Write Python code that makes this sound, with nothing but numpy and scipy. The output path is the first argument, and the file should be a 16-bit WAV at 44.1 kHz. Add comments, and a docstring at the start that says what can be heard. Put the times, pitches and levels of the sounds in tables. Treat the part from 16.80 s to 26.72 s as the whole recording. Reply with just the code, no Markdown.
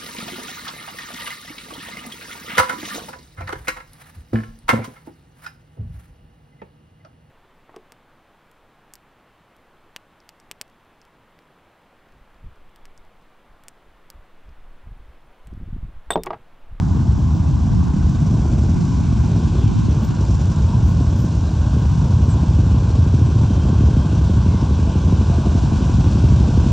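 """At the kerb of a road, a long line of large motorcycles rolls slowly past a microphone with two ports.
Exhausts thump out of step over drifting sine drones; nearer firings are sines that fall in pitch as whoops.
Shaped noise makes tyre hiss, sizzle and a faint airy top; resonators tick for one engine's valve gear.
Brakes squeak and whine as gliding sines, and gusts of wind noise push the two ports opposite ways."""
import sys
import numpy as np
from scipy import signal
from scipy.fft import irfft
from scipy.io import wavfile
from scipy.ndimage import uniform_filter1d

SR = 44100
rng = np.random.default_rng(int(sys.argv[2]) if len(sys.argv) > 2 else 0)


def master(y):
    """Save y as 16-bit WAV."""
    cut = np.clip(np.atleast_2d(y).T, -1, 1)
    pcm = np.round(cut * 32767)  # scale
    wavfile.write(sys.argv[1], SR, pcm.astype(np.int16))


N = 437472  # samples


def gain_of(db):
    """Turns dB into a linear gain."""
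    return 10 ** (np.asarray(db) / 20)


def evened(x):
    """Scales a signal to an rms of 1."""
    return x / np.sqrt(np.mean(abs(x) ** 2) + 1e-20)


def smoothed(grid, bins, frames):
    """Averages a spectrogram over neighbouring bins, then over neighbouring frames."""
    return uniform_filter1d(uniform_filter1d(grid, size=bins, axis=0), size=frames, axis=1)


def read(points, hz):
    """Columns of a spectrum table at the frequencies hz, straight lines over log frequency."""
    f, *columns = np.transpose(points)
    return [np.interp(np.log(hz + 1), np.log(f + 1), c) for c in columns]


def follow(rows, t):
    """Columns of a time curve at the times t."""
    s, *columns = np.transpose(rows)
    return [np.interp(t, s, c) for c in columns]


def wander(rate, t):
    """Slow random movement of rms 1: twenty sines of random phase from rate / 20 up to rate in Hz."""
    coarse = np.arange(0, t[-1] + .02, .01)
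    turns = np.geomspace(rate / 20, rate, num=20)[:, None] * coarse + rng.random((20, 1))
    movement = evened(np.sin(2 * np.pi * turns).sum(0))
    return np.interp(t, coarse, movement)


def strokes(cycles):
    """One click wherever the count of cycles passes a whole number."""
    return np.diff(np.floor(cycles), prepend=np.floor(cycles[0]))


def patchy(points, level_db, patch_db):
    """Noise of one colour whose level varies in patches; level_db is one value, per frame or bins x frames."""
    hz = np.fft.rfftfreq(512, 1 / SR)
    real, imaginary, patches = rng.standard_normal((N // 128 + 5, 257, 3)).T
    patches = evened(smoothed(patches, 8, 16))
    colour = gain_of(read(points, hz)[0])[:, None]
    colour /= np.linalg.norm(colour)  # only the shape of the table counts
    z = (real + 1j * imaginary) * colour * gain_of(level_db + patch_db * patches)
    return signal.istft(z, nperseg=512, noverlap=384)[1][:N]


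# Colour of the faint hiss at the very top. Each row: frequency in Hz, relative density in dB per Hz.
AIRY_COLOUR = [(13600, -41), (14600, -11.5), (15500, 1), (16000, -1.5)]
AIRY_SUM_DB, AIRY_APART_DB = -72.5, -64.5


def airy_top():
    """Very patchy high noise, one part alike at both ports and a stronger part opposite."""
    both, across = (patchy(AIRY_COLOUR, db, patch_db=7.0) for db in (AIRY_SUM_DB, AIRY_APART_DB))
    return np.array([both + across, both - across])


# Gusts at the ports. Each row: start in seconds, hold in seconds, strength in dB.
GUSTS = [(0.0, 1, -37), (0.9, 0.19, -33), (1.13, 0.31, -38), (1.976, .05, -30.5), (2.094, 0.36, -37),
         (2.65, .05, -39), (2.874, 0.18, -31), (3.279, 0.056, -34.5), (3.542, 0.025, -36.5),
         (3.95, .24, -42.5), (4.47, 0.033, -49), (5.07, 0.14, -41), (6.45, 0.033, -41), (7.99, 0.019, -48),
         (8.757, 0.24, -41.5), (9.133, 0.035, -39), (9.343, .02, -48), (9.52, 0.018, -42)]
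# The breeze between gusts. Each row: time in seconds, strength in dB.
BREEZE = [(0.0, -45), (2.0, -42.5), (4.2, -48.5), (4.65, -80), (5.9, -58), (7.0, -61.5), (7.6, -80.5),
          (9.0, -59), (9.92, -67)]
GUST_RISE_DB_PER_S, GUST_FALL_DB_PER_S = 261, 222.5


def wind_db(t):
    """Strength of the wind: a breeze, and gusts that rise fast, hold and die away."""
    start, hold, db = np.transpose(GUSTS)[:, :, None]
    rise = GUST_RISE_DB_PER_S * np.maximum(start - t, 0)
    fall = GUST_FALL_DB_PER_S * np.maximum(t - start - hold, 0)
    return np.maximum((db - rise - fall).max(axis=0), follow(BREEZE, t)[0])


# Colour of the wind noise. Each row: frequency in Hz, density against the wind strength in dB per Hz.
WIND_COLOUR = [(18, -41.5), (30, -18), (96, 3.5), (223, 2.5), (427, -15), (612, -17), (1040, -27.5),
               (1320, -46), (1800, -48.5), (2340, -79), (3960, -120)]


def wind_noise(hz, gust_db):
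    """Spectrogram of the low rumble of air on the ports: random bins that follow the gusts."""
    real, imaginary = rng.standard_normal((len(gust_db), len(hz), 2)).T
    return gain_of(read(WIND_COLOUR, hz)[0][:, None] + gust_db) * (real + 1j * imaginary)


# Colour of tyres on tarmac. Each row: frequency in Hz, relative density in dB per Hz.
TYRE_COLOUR = [(180, -32), (300, 2), (345, -3), (392, -8.5), (614, -9.5), (797, -12), (969, -8),
               (1150, -11), (1270, -27), (1400, -14.5), (1520, -14), (1830, -34), (2100, -31), (2730, -62),
               (4620, -120)]
# Colour of chains and cooling air. Each row: frequency in Hz, relative density in dB per Hz.
SIZZLE_COLOUR = [(1120, -40), (1900, -18.5), (2230, -7), (2380, -2.5), (2720, -1), (3710, -3), (4730, -7),
                 (5720, -5), (7630, -8.5), (8720, -14.5), (11300, -32.5), (19200, -120)]
# The roll past. Each row: time in seconds, tyre hiss in dB, sizzle in dB,
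# brightness in dB (lifts the sizzle's upper half, lowers its lower half).
ROLL = [(0.0, -31.5, -48, 3.5), (0.6, -33, -47, 3), (1.5, -33.5, -46, 4), (2.05, -34, -44.5, 4.5),
        (2.55, -32.5, -42.5, 1.8), (2.8, -32.5, -42, 1), (3.1, -33, -43, 1.8), (3.35, -31, -43, 1.5),
        (3.5, -33, -42.5, 2.5), (3.95, -32, -43, 2.5), (4.56, -33, -43.5, 2.5), (4.95, -31.5, -43, 2),
        (6.3, -32, -42.5, 1.5), (6.9, -30.5, -42, 1.3), (8.0, -31, -41.5, 1), (8.55, -30, -40, 1.5),
        (9.92, -29, -39.5, 1)]
# The hiss flares or sinks in places as bikes pass. Each row: time in seconds, half length in seconds,
# centre in Hz, half width in octaves, change in dB.
FLARES = [(.4, 0.69, 1500, .15, -4.5), (1.904, 0.62, 2300, 0.19, 6), (2.1, 0.068, 1000, .3, 1.5),
          (2.504, 1., 344, .2, 6), (2.806, .03, 3420, 0.092, 5), (3.52, .05, 5630, .1, 5),
          (3.9, 0.07, 950, .15, 4), (4.9, 0.75, 403, 0.28, -1.5), (5.397, 0.36, 1000, 0.18, 3),
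          (7.55, 0.069, 990, .12, 0.5), (8.1, .5, 950, .2, 2.5), (8.672, 0.031, 690, .06, 8),
          (8.822, 0.029, 630, 0.062, 8), (9.1, .05, 1000, 0.11, 6.5)]


def hiss(t, puffs):
    """Tyre hiss and a brighter sizzle swell apart; both flutter with the firings."""
    s, hz = np.arange(N // 128 + 5) * 128 / SR, np.fft.rfftfreq(512, 1 / SR)[:, None]
    tyre_db, sizzle_db, bright_db = follow(ROLL, s)
    upper = np.clip((hz - 4000) / 1500, -1, 1)
    flare_db = 0
    for at, half, centre_hz, octaves, db in FLARES:
        distance = ((s - at) / half) ** 2 + (np.log2((hz + 1) / centre_hz) / octaves) ** 2
        flare_db = flare_db + db * np.exp(-distance)
    tyres = patchy(TYRE_COLOUR, tyre_db + flare_db, patch_db=1.0)
    sizzle = patchy(SIZZLE_COLOUR, sizzle_db + upper * bright_db + flare_db, patch_db=0.72)
    return tyres * (1 + 0.07 * (puffs - 1)) + sizzle * (1 + 0.3 * (puffs - 1))


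# Valve gear of the nearest engine. Each row: time in seconds, cycles per second, ticking level in dB.
VALVES = [(0, 8.9, -67), (1.4, 9.4, -57), (2.0, 9.1, -53.5), (2.35, 7.9, -61), (2.5, 10, -54),
          (2.9, 8.5, -62), (3.05, 10.6, -56), (3.25, 9.9, -53), (3.6, 9.74, -48), (4.0, 9.1, -59),
          (4.6, 9.9, -55.5), (5.1, 10.6, -60.5), (9.92, 10.5, -64.5)]
# Rings of the engine cover. Each row: pitch in Hz, width in Hz, drive from the tick in dB, from the clatter in dB.
COVER_RINGS = [(3350, 2200, -11.5, -5), (5900, 910, -6, 2.5), (6900, 480, -2.5, -9.5)]


def valves(t):
    """A sharp tick and a looser clatter in each cycle ring the engine cover."""
    rate, db = follow(VALVES, t)
    cycles = np.cumsum(rate) / SR
    cycles -= np.interp(3.248, t, cycles)  # a tick falls at this second
    size, grit = gain_of(0.5 * rng.standard_normal(N)), rng.standard_normal(N)
    tick_decay = np.exp(-1 / (0.0022 * SR))
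    sharp = grit * signal.lfilter([1], [1, -tick_decay], strokes(cycles) * size)
    loose = grit * signal.oaconvolve(strokes(cycles - .52) * size, np.hanning(800))[:N] * 0.35
    ring, k = np.zeros(N), np.arange(300) / SR
    for hz, width, tick_db, clatter_db in COVER_RINGS:
        mode = np.exp(-np.pi * width * k) * np.sin(2 * np.pi * hz * k)
        drive = gain_of(tick_db) * sharp + gain_of(clatter_db) * loose
        ring += signal.oaconvolve(drive, mode)[:N]
    return gain_of(db) * evened(ring)


# Brake squeaks and short hoots, each one glide. Each row: start in seconds, length in seconds,
# first pitch in Hz, last pitch in Hz, level in dB.
SQUEAKS = [(2.1, 0.091, 994, 1000, -39), (3.08, .045, 13600, 13500, -71), (3.22, 0.077, 13780, 13520, -50),
           (3.85, 0.081, 903, 914, -44), (3.92, 0.055, 900, 1060, -30), (4.03, 0.12, 13700, 13600, -59),
           (4.365, 0.11, 13830, 14000, -54), (5.485, .075, 7900, 7200, -42), (7.68, 0.15, 2200, 2010, -55),
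           (8.06, 0.073, 662, 668, -33), (8.508, 0.078, 692, 670, -32), (8.745, 0.075, 700, 650, -32.5)]
SQUEAK_RISE_S, SQUEAK_FALL_S = 0.022, 0.051


def squeaks():
    """Each a sine gliding from its first pitch to its last, with soft ends."""
    out = np.zeros(N)
    for start, length, first_hz, last_hz, db in SQUEAKS:
        k = np.arange(0, length, 1 / SR)
        ends = np.clip(np.minimum(k / SQUEAK_RISE_S, (length - k) / SQUEAK_FALL_S), 0, 1)
        turns = np.cumsum(first_hz + (last_hz - first_hz) * k / length) / SR + rng.random()
        squeak = np.sqrt(2) * gain_of(db) * ends * np.sin(2 * np.pi * turns)
        out[round(start * SR):][:len(k)] += squeak
    return out


# A thin brake whine that bends up as it ends. Each row: time in seconds, pitch in Hz, level in dB.
WHINE = [(6.53, 3150, -75), (6.59, 3150, -53), (6.635, 3150, -62), (6.69, 3150, -55), (6.85, 3165, -52),
         (6.92, 3160, -59), (7.0, 3150, -54), (7.09, 3150, -59), (7.18, 3170, -53), (7.24, 3235, -51),
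         (7.27, 3250, -73)]


def whine(t):
    """One sine that follows the pitch and level of its curve."""
    hz, db = follow(WHINE, t)
    sounding = (t > WHINE[0][0]) & (t < WHINE[-1][0])
    turns = np.cumsum(hz) / SR + rng.random()
    return np.sqrt(2) * sounding * gain_of(db) * np.sin(2 * np.pi * turns)


# Strongest exhaust tones, low to high. Each row: mean pitch in Hz, level against the drone in dB.
DRONES = [(52, -10.5), (60.5, -2.5), (69, -3), (76, -3), (85, -2), (95, -2), (107, -2), (116, -1.5),
          (131, -5), (145, -7.5), (160, -4.5), (186, -10), (218, -9.5)]
# Tones of whichever bikes are nearest stand out. Each row: time in seconds, loudest pitch in Hz, drone level in dB.
NEAREST = [(0.0, 72.5, -20.5), (1.1, 77.5, -20), (2.0, 69.6, -22), (2.6, 78, -20), (3.3, 75, -20.5),
           (3.9, 94, -17.5), (4.6, 87, -21.5), (5.1, 68, -17), (5.7, 79.5, -17.5), (6.5, 80, -16.5),
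           (7.3, 79.64, -18.5), (8.1, 84.3, -21), (8.8, 79.95, -20.5), (9.92, 81.4, -18)]
DRIFT, DRIFTS_PER_S = 0.045, 2.2  # farthest slide as throttles move (share of pitch)
SWELL_DB, SWELLS_PER_S = 4.5, 5.0  # farthest swell or sink as bikes beat against each other
AWAY_DB_PER_OCTAVE = 4  # tones sink with their distance from the loudest pitch


def drones(t):
    """Sines near fixed pitches that slide and swell by chance, strongest around the loudest pitch."""
    loudest_hz, level_db = follow(NEAREST, t)
    out = np.zeros(N)
    for hz, db in DRONES:
        sliding_hz = hz * (1 + DRIFT * np.tanh(wander(DRIFTS_PER_S, t)))
        turns = np.cumsum(sliding_hz) / SR + rng.random()
        away_db = AWAY_DB_PER_OCTAVE * abs(np.log2(hz / loudest_hz))
        swell_db = SWELL_DB * np.tanh(wander(SWELLS_PER_S, t))
        out += gain_of(db - away_db + swell_db) * np.sin(2 * np.pi * turns)
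    return gain_of(level_db) * out


# Each firing falls from the top pitch to the pipe's ring while it swells, then dies away.
WHOOP_TOP_HZ, RING_HZ, DROP_S, SWELL_S = 590, 72, .0041, .005


def causal(points):
    """Minimum-phase response of the given spectrum, its lows delayed as in the falling whoop."""
    hz = np.fft.rfftfreq(16384, 1 / SR)
    db = read(points, hz)[0]
    log_gain = np.log(gain_of(np.concatenate([db, db[-2:0:-1]])))
    late_s = DROP_S * np.log(np.maximum(WHOOP_TOP_HZ / np.maximum(hz, RING_HZ), 1))
    prompt = np.exp(log_gain - 1j * signal.hilbert(log_gain).imag)[:len(hz)]
    return irfft(prompt * np.exp(-2j * np.pi * np.cumsum(late_s) * hz[1]))[:8192]


# Twins in the pack. Each row: four-stroke cycles per second, place of the second firing in the cycle (0-1),
# relative level in dB.
ENGINES = [(9.7, 0.6, -5.5), (9.1, .44, -3), (12.7, .56, -2), (8.3, .44, -0.5), (15.4, 0.4, -3.5),
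           (10.6, 0.3, -0.5), (16.4, .63, -3), (13.9, .44, -5), (8.3, .56, -1)]
# Colour of a thump through the pipe. Each row: frequency in Hz, relative gain in dB.
PIPE = [(25, -31), (45, -7.5), (60, -3), (100, -9.5), (140, -4), (200, -9), (300, -17.5), (420, -30.5),
        (700, -33), (1500, -66)]
# Exhaust thumps of the whole pack. Each row: time in seconds, level in dB.
PACK = [(0.0, -18), (0.6, -19), (1.1, -16.5), (2.0, -16.5), (2.9, -18.5), (3.5, -21), (4.2, -20),
        (4.9, -20.5), (5.4, -20), (6.3, -22), (7.1, -19.5), (8.1, -21), (8.7, -18.5), (9.4, -17),
        (9.92, -18)]


def exhausts(t):
    """Each twin fires twice a cycle with uneven strength; speeds drift and bikes come and go."""
    fired = np.zeros(N)
    for rate, second, db in ENGINES:
        cycles = np.cumsum(rate * (1 + .012 * wander(.8, t))) / SR + rng.random()
        blows = strokes(cycles) + 0.75 * strokes(cycles - second)
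        fired += blows * gain_of(db + 2.0 * wander(0.793, t) + 1.6 * rng.standard_normal(N))
    thumps = signal.oaconvolve(fired, causal(PIPE))[:N]
    # evened out so that the pack curve alone sets the slow level
    steady = thumps / np.sqrt(uniform_filter1d(thumps ** 2, size=13000) + 1e-12)
    puffs = signal.lfilter([1], [1, -np.exp(-1 / (0.012 * SR))], fired)  # gas rushing out after each firing
    puffs = uniform_filter1d(puffs, size=130)
    return gain_of(follow(PACK, t)[0]) * steady, puffs / puffs.mean()


# One loud single-cylinder engine draws near. Each row: time in seconds, firings per second.
SINGLE = [(5.2, 13.65), (5.7, 13.0), (6.1, 12.27), (6.4, 13.56), (6.7, 13.83), (7.0, 12.75), (7.3, 12.07),
          (7.7, 12.14), (8.1, 12.16), (8.4, 11.42), (8.7, 12.02), (9.1, 11.32), (9.5, 12.11), (9.92, 11.4)]
# Its strength. Each row: time in seconds, blow of a firing in dB.
SINGLE_DB = [(5.2, -16), (5.6, -12), (6.2, -11.5), (6.8, -9.5), (7.3, -10), (7.7, -9), (8.2, -10),
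             (8.6, -8.5), (9.0, -9.5), (9.4, -9), (9.92, -8.5)]
# Firings of other near bikes that stand out of the pack. Each row: time in seconds, blow in dB.
POPS = [(0.176, -11), (0.28, -13), (0.393, -14), (0.505, -21), (0.593, -18), (0.66, -17), (0.728, -20),
        (0.838, -16), (1.17, -19), (1.247, -15.5), (1.366, -26.5), (1.47, -21), (1.588, -25),
        (1.677, -26.5), (1.736, -13), (2.015, -24), (2.185, -13.5), (2.39, -22), (2.806, -24.5),
        (2.862, -10), (3.005, -21.5), (3.088, -8.5), (3.206, -26), (3.414, -14), (3.499, -12.5),
        (3.899, -23), (4.03, -16), (4.213, -10), (4.287, -30), (4.446, -10), (4.588, -18), (4.795, -16),
        (4.97, -10), (5.229, -15.5), (5.839, -14), (5.917, -21), (6.057, -14.5), (6.392, -11.5),
        (6.742, -19), (6.821, -19.5), (6.904, -10), (7.039, -10), (7.562, -20), (7.897, -15), (8.279, -17),
        (8.385, -16), (9.243, -17), (9.331, -25), (9.401, -13)]
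FIRST_S = 5.261  # the single's first firing
PUNCH_T60_S, RING_T60_S, RING_SHARE = .075, .3, .26  # the punch dies fast over a weaker ring
OVERTONE_HZ, OVERTONE_DB, OVERTONE_T60_S = 156, -8, .17  # the pipe's second ring
LEAD_S = .0055  # the whoop starts just ahead of its thump


def near_pipes(t):
    """Distinct firings close by, each the same falling whoop with a second ring of the pipe."""
    cycles = np.cumsum(follow(SINGLE, t)[0]) / SR
    cycles -= np.interp(FIRST_S, t, cycles)
    blow_db = follow(SINGLE_DB, t)[0] + 1.3 * rng.standard_normal(N)
    blows = strokes(cycles) * (cycles >= 0) * gain_of(blow_db)
    s, pop_db = np.transpose(POPS)
    blows[np.round(s * SR).astype(int)] = gain_of(pop_db)
    k = np.arange(SR // 3) / SR
    turns = np.cumsum(RING_HZ + (WHOOP_TOP_HZ - RING_HZ) * np.exp(-k / DROP_S)) / SR
    fading = gain_of(-60 * k / PUNCH_T60_S) + RING_SHARE * gain_of(-60 * k / RING_T60_S)
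    whoop = -np.sin(2 * np.pi * turns) * (1 - np.exp(-k / SWELL_S)) ** 1.6 * fading
    overtone = gain_of(OVERTONE_DB - 60 * k / OVERTONE_T60_S) * np.sin(2 * np.pi * OVERTONE_HZ * k)
    overtone *= 1 - np.exp(-k / 0.015)
    firing = whoop / whoop.max() + overtone
    return signal.oaconvolve(blows, firing)[round(LEAD_S * SR):][:N]


def scene():
    """The whole pack from the roadside, dulled above 9700 Hz; squeaks and whine skip the dulling."""
    t = np.arange(N) / SR
    thumps, puffs = exhausts(t)
    road = drones(t) + thumps + near_pipes(t) + hiss(t, puffs) + valves(t)
    dulled = signal.sosfilt(signal.butter(12, 9700, fs=SR, output="sos"), road)
    road = dulled + squeaks() + whine(t)
    return np.array([road, road])


# The ports in calm air. Each row: frequency in Hz, difference against sum in dB,
# share of the difference that is a plain time lag (-1 to 1).
PORTS = [(80, -60, 0), (170, -49.5, 0), (254, -23, .3), (364, -5.5, 0.046), (960, -4.5, 0.36),
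         (1310, -4, .3), (1690, -5.5, .3), (1960, -41, 0), (5100, -56, 0), (5800, -5, -.4),
         (6550, -4, -.65), (7460, 0.5, -.65), (8400, 7, -.55), (12000, 7, -.6), (13000, 5, -.6)]


def port_difference(hz, z, calm_db):
    """What sets the ports apart: a quarter-turn copy of the sound for lag, and noise of its local level."""
    lag = np.clip(read(PORTS, hz)[1][:, None], -1, 1)
    real, imaginary = rng.standard_normal((z.shape[1], len(hz), 2)).T
    around = np.sqrt(abs(smoothed(abs(z) ** 2, 3, 9)) / 2)
    scattered = np.sqrt(1 - lag ** 2) * around * (real + 1j * imaginary)
    return gain_of(calm_db) * (1j * lag * z + scattered)


# Loss in strong wind. Each row: frequency in Hz, dB lost per dB of wind above STRONG_WIND_DB.
THINNED = [(200, 0), (330, 0.2), (420, 1.2), (500, 1.5), (600, 1.3), (700, 0.3), (850, 0)]
STRONG_WIND_DB = -44


def thinned(hz, z, gust_db):
    """The low middle thins out raggedly in gusts."""
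    chance = rng.standard_normal((len(gust_db), len(hz))).T
    ragged = np.maximum(1 + 0.49 * evened(smoothed(chance, 3, 5)), 0)
    excess_db = np.maximum(gust_db - STRONG_WIND_DB, 0)
    return z * gain_of(-read(THINNED, hz)[0][:, None] * excess_db * ragged)


EDGE_HZ = 15780  # upper band limit


def record(dry):
    """Ports share sound by sum and difference, wind splits them; then low cut, soft clip, band limit."""
    hz, t, z = signal.stft(dry.mean(0), SR, nperseg=1024, noverlap=768)
    calm_db, gust_db = read(PORTS, hz)[0][:, None], wind_db(t)
    apart = port_difference(hz, z, calm_db)
    shared = thinned(hz, z, gust_db)
    wind = wind_noise(hz, gust_db)
    loss = np.sqrt(1 + gain_of(calm_db) ** 2)  # offsets the power that the difference adds
    pair = np.array([(shared + apart) / loss + wind, (shared - apart) / loss - wind])
    ports = signal.istft(pair, nperseg=1024, noverlap=768)[1][:, :N] + airy_top()
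    ports = signal.sosfilt(signal.butter(3, 28., "high", fs=SR, output="sos"), ports)
    clipped = 1.454 * np.tanh(ports / 1.561)
    band = signal.firwin(511, EDGE_HZ, window=("kaiser", 9), fs=SR)
    return signal.oaconvolve(clipped, band[None], "same")


dry = scene()
out = record(dry)
master(out)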